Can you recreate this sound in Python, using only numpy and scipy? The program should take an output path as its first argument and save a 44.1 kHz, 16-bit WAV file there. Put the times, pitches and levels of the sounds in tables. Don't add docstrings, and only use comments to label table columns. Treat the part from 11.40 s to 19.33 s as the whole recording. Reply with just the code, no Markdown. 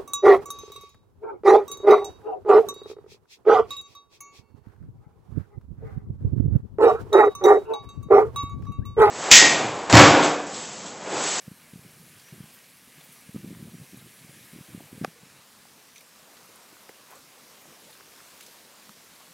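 import sys
import numpy as np
from scipy import signal
from scipy.fft import rfft, irfft, next_fast_len
from scipy.io import wavfile
from scipy.ndimage import uniform_filter1d, map_coordinates

SR = 44100
rng = np.random.default_rng(int(sys.argv[2]) if len(sys.argv) > 2 else 0)


def dump(signal):
    limited = np.clip(np.atleast_2d(signal).T, -1, 1)
    pcm = np.round(limited * 32767).astype(np.int16)
    wavfile.write(sys.argv[1], SR, pcm)


N = 349713
TURN_S = 4

# t/s, level/dB
WASH_LEVELS = [(0, -63.5), (3.0, -63.5), (3.3, -59), (4.75, -62.5), (4.95, -57.5), (5.5, -58), (6.65, -59),
               (7.93, -60)]
# f/Hz, level/dB
WASH_SPECTRUM = [(60, -33), (200, -11), (320, -1.5), (480, 2), (800, -0.5), (1100, 1), (1450, -2),
                 (1900, -15.5), (3500, -20)]
# t/s, level/dB
FLOE_PRESSURE = [(0, -2), (.9, 0), (1.38, -1.5), (1.75, 0.4), (2.25, -0.7), (3.1, 1.5), (4.35, -1.1),
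                 (5.1, 0.35), (6.1, 0.1), (6.9, 2.5), (7.45, 0.5), (7.93, 1.5)]
# f/Hz, level/dB
BANK_SPECTRUM = [(350, -45), (600, -15), (789, 2), (930, -11), (995, -8), (1260, -2), (1310, -11.5),
                 (1630, -1.5), (1900, -3), (2250, -1.5), (3020, -5), (5280, -7.5), (5820, -7.5),
                 (11800, -11.5), (15800, -19)]
RIVER_SPECTRUM = [(350, -30), (600, 0), (778, -3), (982, 6), (1420, -8.5), (1540, -4), (2030, -4.5),
                  (2670, -4.5), (3060, -5.5), (5280, -5.5), (12200, -10.5), (14900, -11), (15800, -21)]
# t/s, level/dB, f/Hz
NEAR_BUMPS = [(3.405, -34, 696), (4.254, -39, 800), (5.091, -40, 410), (5.328, -42, 323),
              (5.368, -36, 1300), (5.4918, -34.5, 800), (5.4928, -29, 1900), (5.495, -31.5, 450),
              (5.728, -35, 950), (6.255, -40, 720), (6.609, -31.5, 1540), (6.805, -37, 1700),
              (7.432, -47, 600), (7.4935, -31, 1170)]
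# t/s, level/dB, f/Hz, decay/s, Q
NEAR_CRACKLES = [(.232, -56, 2300, 0.0062, 6.7), (.797, -54, 4500, 0.0097, 6), (.886, -57, 2700, 0.0089, 7),
                 (1.142, -53, 12500, 0.032, 2.8), (1.609, -47.5, 2600, 0.004, 6),
                 (1.608, -49.5, 3480, .006, 11), (1.643, -51, 14500, .014, 5),
                 (1.725, -50, 11500, 0.022, 1.8), (2.436, -57, 3600, 0.0071, 12),
                 (2.556, -56, 3850, .006, 12), (2.573, -52, 10000, .015, 3.5), (2.592, -53, 3870, .01, 12),
                 (4.58, -39.5, 6200, 0.0019, 11), (4.5825, -49, 3730, 0.0025, 12),
                 (4.6085, -51, 4750, .002, 4.4), (4.609, -50, 12900, .002, 9), (4.97, -52, 3600, 0.0085, 2),
                 (5.158, -47.5, 9700, .004, 4.4), (5.708, -52, 12000, 0.011, 1.8),
                 (5.755, -52, 7600, .008, 5.2), (6.212, -58, 13200, 0.014, 14),
                 (6.51, -53, 10000, .007, 3.5), (6.529, -48.5, 3900, 0.0035, 4),
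                 (7.008, -43, 2280, .0055, 3.5), (7.0095, -42.5, 8000, 0.0031, 1.1),
                 (7.028, -52, 3800, .012, 4), (7.033, -47, 10500, .002, 5), (7.0647, -43, 5000, 0.004, 1.5),
                 (7.398, -48, 4700, 0.0023, 9), (7.426, -52, 2500, 0.0044, 7.8),
                 (7.4935, -45.5, 4000, 0.0016, 2.1)]
# f/Hz, width/Hz, level/dB
PLATE_MODES = [(2340, 420, 1.5), (3720, 510, -4), (6170, 700, -2)]
# t/s, level/dB, decay/s, tilt/(dB/oct)
PLATE_GRAZES = [(4.561, -47.5, 0.0099, 1.5), (4.572, -54, 0.0088, -2), (4.585, -54, 0.0088, -3),
                (4.607, -55, 0.0094, -10)]
# t/s, length/s, level/dB, f/Hz
SHORT_RASPS = [(0.864, 0.051, -57.5, 1650), (1.944, .05, -58, 1200), (2.13, .03, -56.5, 1200),
               (5.678, .11, -54, 945)]
# t/s, level/dB, start f/Hz
AIR_BUBBLES = [(6.272, -55, 290), (6.282, -54, 145), (6.305, -55, 250), (6.316, -55, 433),
               (6.365, -57, 606), (6.383, -58, 830), (6.479, -56, 516), (6.491, -55, 840), (7.49, -49, 194)]
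# t/s, length/s, level/dB
WIND_GUSTS = [(0.362, 0.42, -55), (0.922, 0.11, -46.5), (1.672, 0.034, -57), (1.955, 0.47, -44.5),
              (2.522, 0.15, -50), (2.806, 0.26, -56.5), (3.124, 0.065, -49.5), (3.28, 0.17, -46.5),
              (3.502, 0.19, -51), (3.807, 0.19, -59.5)]
# t/s, level/dB, f/Hz
HARD_EDDIES = [(.081, -28.5, 186), (.117, -32.5, 195), (.336, -34.5, 188), (.359, -32.5, 184),
               (0.394, -38, 159), (.451, -40, 163), (.926, -41.5, 188), (0.981, -42, 182),
               (1.006, -30, 188), (1.041, -39, 170), (1.894, -34, 178), (1.947, -28, 243),
               (1.953, -30.5, 230), (1.962, -24, 210), (1.984, -37, 200), (2.046, -28, 235),
               (2.063, -39, 208), (2.076, -32, 192), (2.088, -33, 212), (2.107, -31.5, 258),
               (2.115, -30, 208), (2.128, -31.5, 262), (2.154, -39, 162), (2.172, -34, 188),
               (2.185, -44, 135), (2.228, -29, 194), (2.256, -34, 185), (2.274, -35.5, 158),
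               (2.283, -37, 245), (2.344, -35, 235), (2.352, -34, 190), (2.401, -37, 173),
               (2.415, -37, 166), (2.534, -38, 256), (2.545, -33.5, 200), (2.627, -42, 160),
               (2.848, -39, 188), (2.895, -40.5, 188), (3.137, -38, 192), (3.162, -35, 198),
               (3.188, -36.5, 233), (3.211, -35, 177), (3.304, -40, 180), (3.349, -28.5, 236),
               (3.378, -33, 186), (3.408, -37, 276), (3.53, -32, 248), (3.58, -35, 186),
               (3.615, -21.5, 230), (3.626, -27, 184), (3.638, -26, 209), (3.68, -37, 184),
               (3.834, -41, 184)]
# f/Hz, level/dB
CHURN_SPECTRUM = [(25, -36), (50, -15), (95, -5), (140, 7.5), (220, -3), (310, -2), (450, -13), (800, -29),
                  (1500, -41)]
# t/s, level/dB
KNOCK_CONTACTS = [(3.6401, -34), (3.6446, -28.5), (3.6471, -13.5), (3.6511, -39), (3.659, -53)]
# f/Hz, level/dB, T60/s
HOUSING_MODES = [(225, -6, 0.027), (544, 10, 0.0057), (795, 1, 0.016), (1150, -1.5, 0.016),
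                 (1650, 3, 0.0042), (2480, -7, 0.015), (5450, -9, 0.0016)]
# t/s, level/dB
BIRD_PEEPS = [(.825, -59), (1.74, -62), (2.3, -64.5)]
# f/Hz, level/dB
RUMBLE_SPECTRUM = [(20, -22), (45, -16.5), (90, -8), (140, -2.5), (205, 0.5), (260, 0), (340, -11),
                   (470, -14), (700, -20), (1500, -60)]


def wash():
    water = patchy(depth_db=1.97) + 0.29 * grains(per_s=250, spread_db=1.0)
    return amp(curve(WASH_LEVELS)) * unit(filtered(water, lambda hz: colour(WASH_SPECTRUM, hz)))


def rubbing():
    friction = patchy(depth_db=1.31) + 0.46 * grains(per_s=400, spread_db=0.5)
    return amp(-56.5) * ice_hiss(friction, lambda hz: highpass(hz, 1330) * lowpass(hz, 8800))


def fizz():
    fractures = patchy(depth_db=1.3) + 0.31 * grains(per_s=830, spread_db=14)
    after_knock = np.arange(N) / SR > KNOCK_CONTACTS[-1][0]
    return amp(-57 - 3.5 * after_knock) * ice_hiss(fractures, lambda hz: highpass(hz, 8660))


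def pressure_gain():
    return amp(curve(FLOE_PRESSURE) + 0.27 * wobble(9))


def ice_hiss(source, band):
    turned = np.clip((np.arange(N) / SR - TURN_S) / 0.036, 0, 1)
    bank = unit(filtered(source, lambda hz: colour(BANK_SPECTRUM, hz) * band(hz)))
    river = unit(filtered(source, lambda hz: colour(RIVER_SPECTRUM, hz) * band(hz)))
    return (1 - turned) * bank + turned * river


def bumps(rise_cycles=0.27, fall_cycles=1.05):
    out, t = np.zeros(N), np.arange(SR // 30) / SR
    wash_db = curve(WASH_LEVELS)
    far = [(s, wash_db[int(s * SR)] + 15.5 + 2 * size, 950 * np.exp(.25 * pitch))
           for s, size, pitch in scattered(per_s=3.6)]
    for s, db, hz in NEAR_BUMPS + far:
        body = np.sin(2 * np.pi * hz * t) + 0.15 * rng.standard_normal(len(t))
        envelope = (1 - np.exp(-t * hz / rise_cycles)) * np.exp(-t * hz / fall_cycles)
        add(out, s, amp(db) * body * envelope)
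    return out


def crackles(far_db=-58, far_hz=5040, far_decay_s=.004, far_q=2.9):
    out = np.zeros(N)
    far = [(s, far_db + size, far_hz * np.exp(.4 * pitch), far_decay_s, far_q)
           for s, size, pitch in scattered(per_s=6)]
    for s, db, centre_hz, decay_s, q in NEAR_CRACKLES + far:
        snap = burst(lambda hz: resonance(hz, centre_hz, q), decay_s)
        add(out, s - 2 * decay_s, amp(db) * snap)
    return out


def clinks(grit_db=-15):
    out = np.zeros(N)
    low_hz, mid_hz = PLATE_MODES[0][0], PLATE_MODES[1][0]
    for s, db, decay_s, tilt_db_per_oct in PLATE_GRAZES:
        def plate(hz):
            ring = sum(amp(mode_db + tilt_db_per_oct * np.log2(mode_hz / low_hz))
                       * resonance(hz, mode_hz, mode_hz / width_hz) ** 2
                       for mode_hz, width_hz, mode_db in PLATE_MODES)
            return ring + amp(grit_db) * resonance(hz, mid_hz, q=.7)
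        add(out, s - 2 * decay_s, amp(db) * burst(plate, decay_s))
    return out


def rasps():
    out, grit = np.zeros(N), grains(per_s=900, spread_db=5.5)
    for s, length_s, db, centre_hz in SHORT_RASPS:
        swell = np.sin(np.pi * np.linspace(0, 1, int(length_s * SR)))
        ring = filtered(grit[int(s * SR):][:len(swell)], lambda hz: resonance(hz, centre_hz, q=2.2))
        add(out, s, amp(db) * swell * unit(ring))
    return out


def splashes(typical_hz=682, glide_per_s=13, fall_cycles=3.65):
    out, t = np.zeros(N), np.arange(SR // 20) / SR
    wash_db = curve(WASH_LEVELS)
    for s, size, pitch in scattered(per_s=18):
        start_hz = typical_hz * np.exp(.45 * pitch)
        cycles = start_hz * t * (1 + glide_per_s * t / 2)
        envelope = (1 - np.exp(-2 * cycles)) * np.exp(-cycles / fall_cycles)
        db = wash_db[int(s * SR)] + 5 + 2.9 * min(size, 2)
        add(out, s, amp(db) * envelope * np.sin(2 * np.pi * cycles))
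    return out


def gurgles(length_s=0.03, rise_oct=.35, waver_oct=0.2):
    out, progress = np.zeros(N), np.linspace(0, 1, int(length_s * SR))
    swell = np.sin(np.pi * progress) * np.exp(-3 * progress)
    for s, db, start_hz in AIR_BUBBLES:
        hz = start_hz * 2 ** (rise_oct * progress + waver_oct * wobble(290)[:len(progress)])
        add(out, s, amp(db) * swell / swell.max() * tone(hz))
    return out


def wind():
    strength = gust_strength()
    turbulence = rng.standard_normal(N) * amp(5.1 * wobble(60))
    churn = unit(filtered(turbulence, lambda hz: colour(CHURN_SPECTRUM, hz)))
    swings, envelope = eddies(strength)
    flutter = unit(filtered(rng.standard_normal(N), lambda hz: resonance(hz, 446, q=2.4) ** 2))
    return amp(-6) * strength * churn + swings + amp(-24) * envelope * flutter


def gust_strength(breeze_db=-62.5, attack_s=0.0063, sag_db_per_s=6, release_s=0.014):
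    t = np.arange(N) / SR
    strength = amp(breeze_db) * np.clip(TURN_S - t, 0, 1)
    for s, length_s, db in WIND_GUSTS:
        age_s = np.maximum(t - s, 0)
        attack = np.minimum(age_s / attack_s, 1)
        release = np.exp(-np.maximum(age_s - length_s, 0) / release_s)
        strength += attack * release * amp(db - sag_db_per_s * age_s)
    return strength


def eddies(strength, per_s=45, typical_hz=172, rise_cycles=0.2, fall_cycles=0.48, pitch_drop=0.11):
    swings, envelope = np.zeros(N), np.zeros(N)
    t = np.arange(-SR // 50, SR // 30) / SR
    jitters, sizes, pitches, phases = rng.uniform(-1, 1, (600, 4)).T
    times_s = np.cumsum(1 + .6 * jitters) / per_s
    hard = [(s, amp(db), hz) for s, db, hz in HARD_EDDIES]
    weak = [(s, strength[int(s * SR)] * amp(3.5 + 4 * size), typical_hz * np.exp(.25 * pitch))
            for s, size, pitch in zip(times_s, sizes, pitches) if s < TURN_S]
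    for (s, peak, hz), phase in zip(hard + weak, phases):
        cycles = t * hz
        swell = 1 / (np.exp(-cycles / rise_cycles) + np.exp(cycles / fall_cycles))
        swell = peak * swell / swell.max()
        slowed_cycles = cycles - pitch_drop * np.maximum(cycles, 0)
        add(swings, s + t[0], swell * np.cos(2 * np.pi * slowed_cycles + np.pi * phase))
        add(envelope, s + t[0], swell)
    return swings, envelope


def knock(push_s=0.00039, grit_t60_s=0.0061):
    out, t = np.zeros(N), np.arange(SR // 20) / SR
    ring = sum((-1) ** k * amp(db - 60 * t / t60_s) * np.sin(2 * np.pi * hz * t)
               for k, (hz, db, t60_s) in enumerate(HOUSING_MODES))
    push = 1.35 * (1 - t / push_s) * np.exp(-t / push_s)
    for s, db in KNOCK_CONTACTS:
        grit = 0.35 * amp(-60 * t / grit_t60_s) * rng.standard_normal(len(t))
        add(out, s, amp(db) * (ring + push + grit) / np.abs(ring).max())
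    return filtered(out, lambda hz: lowpass(hz, 11500, order=4))


def bird(length_s=0.1, start_hz=5700, rise_hz=241, waver_hz=65):
    out, progress = np.zeros(N), np.linspace(0, 1, int(length_s * SR))
    for s, db in BIRD_PEEPS:
        hz = start_hz + rise_hz * progress + waver_hz * wobble(374)[:len(progress)]
        add(out, s, amp(db) * np.sin(np.pi * progress) * tone(hz))
    return out


def rumble():
    return amp(-66) * unit(filtered(patchy(depth_db=2.0), lambda hz: colour(RUMBLE_SPECTRUM, hz)))


def amp(db):
    return 10 ** (np.asarray(db) / 20)


def unit(x):
    return x / np.sqrt(np.mean(x ** 2) + 1e-20)


def add(track, s, sound):
    part = track[max(round(s * SR), 0):][:len(sound)]
    part += sound[:len(part)]


def tone(hz):
    return np.sin(2 * np.pi * np.cumsum(hz) / SR)


def curve(points):
    return np.interp(np.arange(N) / SR, *np.transpose(points))


def wobble(knots_per_s):
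    knots = rng.standard_normal(int(N * knots_per_s / SR) + 4)
    return map_coordinates(knots, [np.arange(N) * knots_per_s / SR])


def scattered(per_s):
    draws = rng.standard_normal((400, 4))
    times_s = np.cumsum(.5 * (draws[:, 0] ** 2 + draws[:, 1] ** 2)) / per_s
    return np.column_stack([times_s, draws[:, 2:]])[times_s < (N - 1) / SR]


def patchy(depth_db):
    spectra = signal.stft(rng.standard_normal(N), nperseg=512)[2]
    patches = uniform_filter1d(rng.standard_normal(spectra.shape), size=9, axis=0)
    patches = uniform_filter1d(patches, size=14, axis=1)
    return unit(signal.istft(spectra * amp(depth_db * unit(patches)), nperseg=512)[1][:N])


def grains(per_s, spread_db):
    hits = (rng.random(N) < per_s / SR) * rng.choice([-1, 1], N)
    return unit(hits * amp(spread_db * np.clip(rng.standard_normal(N), -2, 2)))


def burst(band, decay_s):
    age_s = np.arange(SR // 8) / SR - 2 * decay_s
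    rise_s = .25 * decay_s
    envelope = np.exp(np.minimum(age_s / rise_s, -age_s / decay_s))
    return envelope * unit(filtered(rng.standard_normal(len(age_s)), band))


def filtered(x, response):
    size = next_fast_len(len(x) + 8192)
    return irfft(rfft(x, size) * response(np.fft.rfftfreq(size, 1 / SR)), size)[:len(x)]


def colour(points, hz):
    points_hz, db = np.transpose(points)
    return amp(np.interp(np.log(hz + 1), np.log(points_hz + 1), db))


def highpass(hz, edge_hz, order=6):
    ratio = (hz / edge_hz) ** order
    return ratio / np.sqrt(1 + ratio ** 2)


def lowpass(hz, edge_hz, order=6):
    return np.sqrt(1 - highpass(hz, edge_hz, order) ** 2)


def resonance(hz, centre_hz, q):
    return 1 / np.sqrt(1 + (q * (hz / centre_hz - centre_hz / (hz + 1))) ** 2)


def scene():
    blows = filtered(wind() + knock() + bumps(), lambda hz: highpass(hz, 95, order=3))
    drift = wash() + (rubbing() + fizz()) * pressure_gain() + rumble()
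    mono = drift + blows + rasps() + splashes() + gurgles() + crackles() + clinks() + bird()
    return np.array([mono, mono])


def record(dry):
    return np.array([filtered(channel, lambda hz: hz < 15850) for channel in dry])


dry = scene()
out = record(dry)
dump(out)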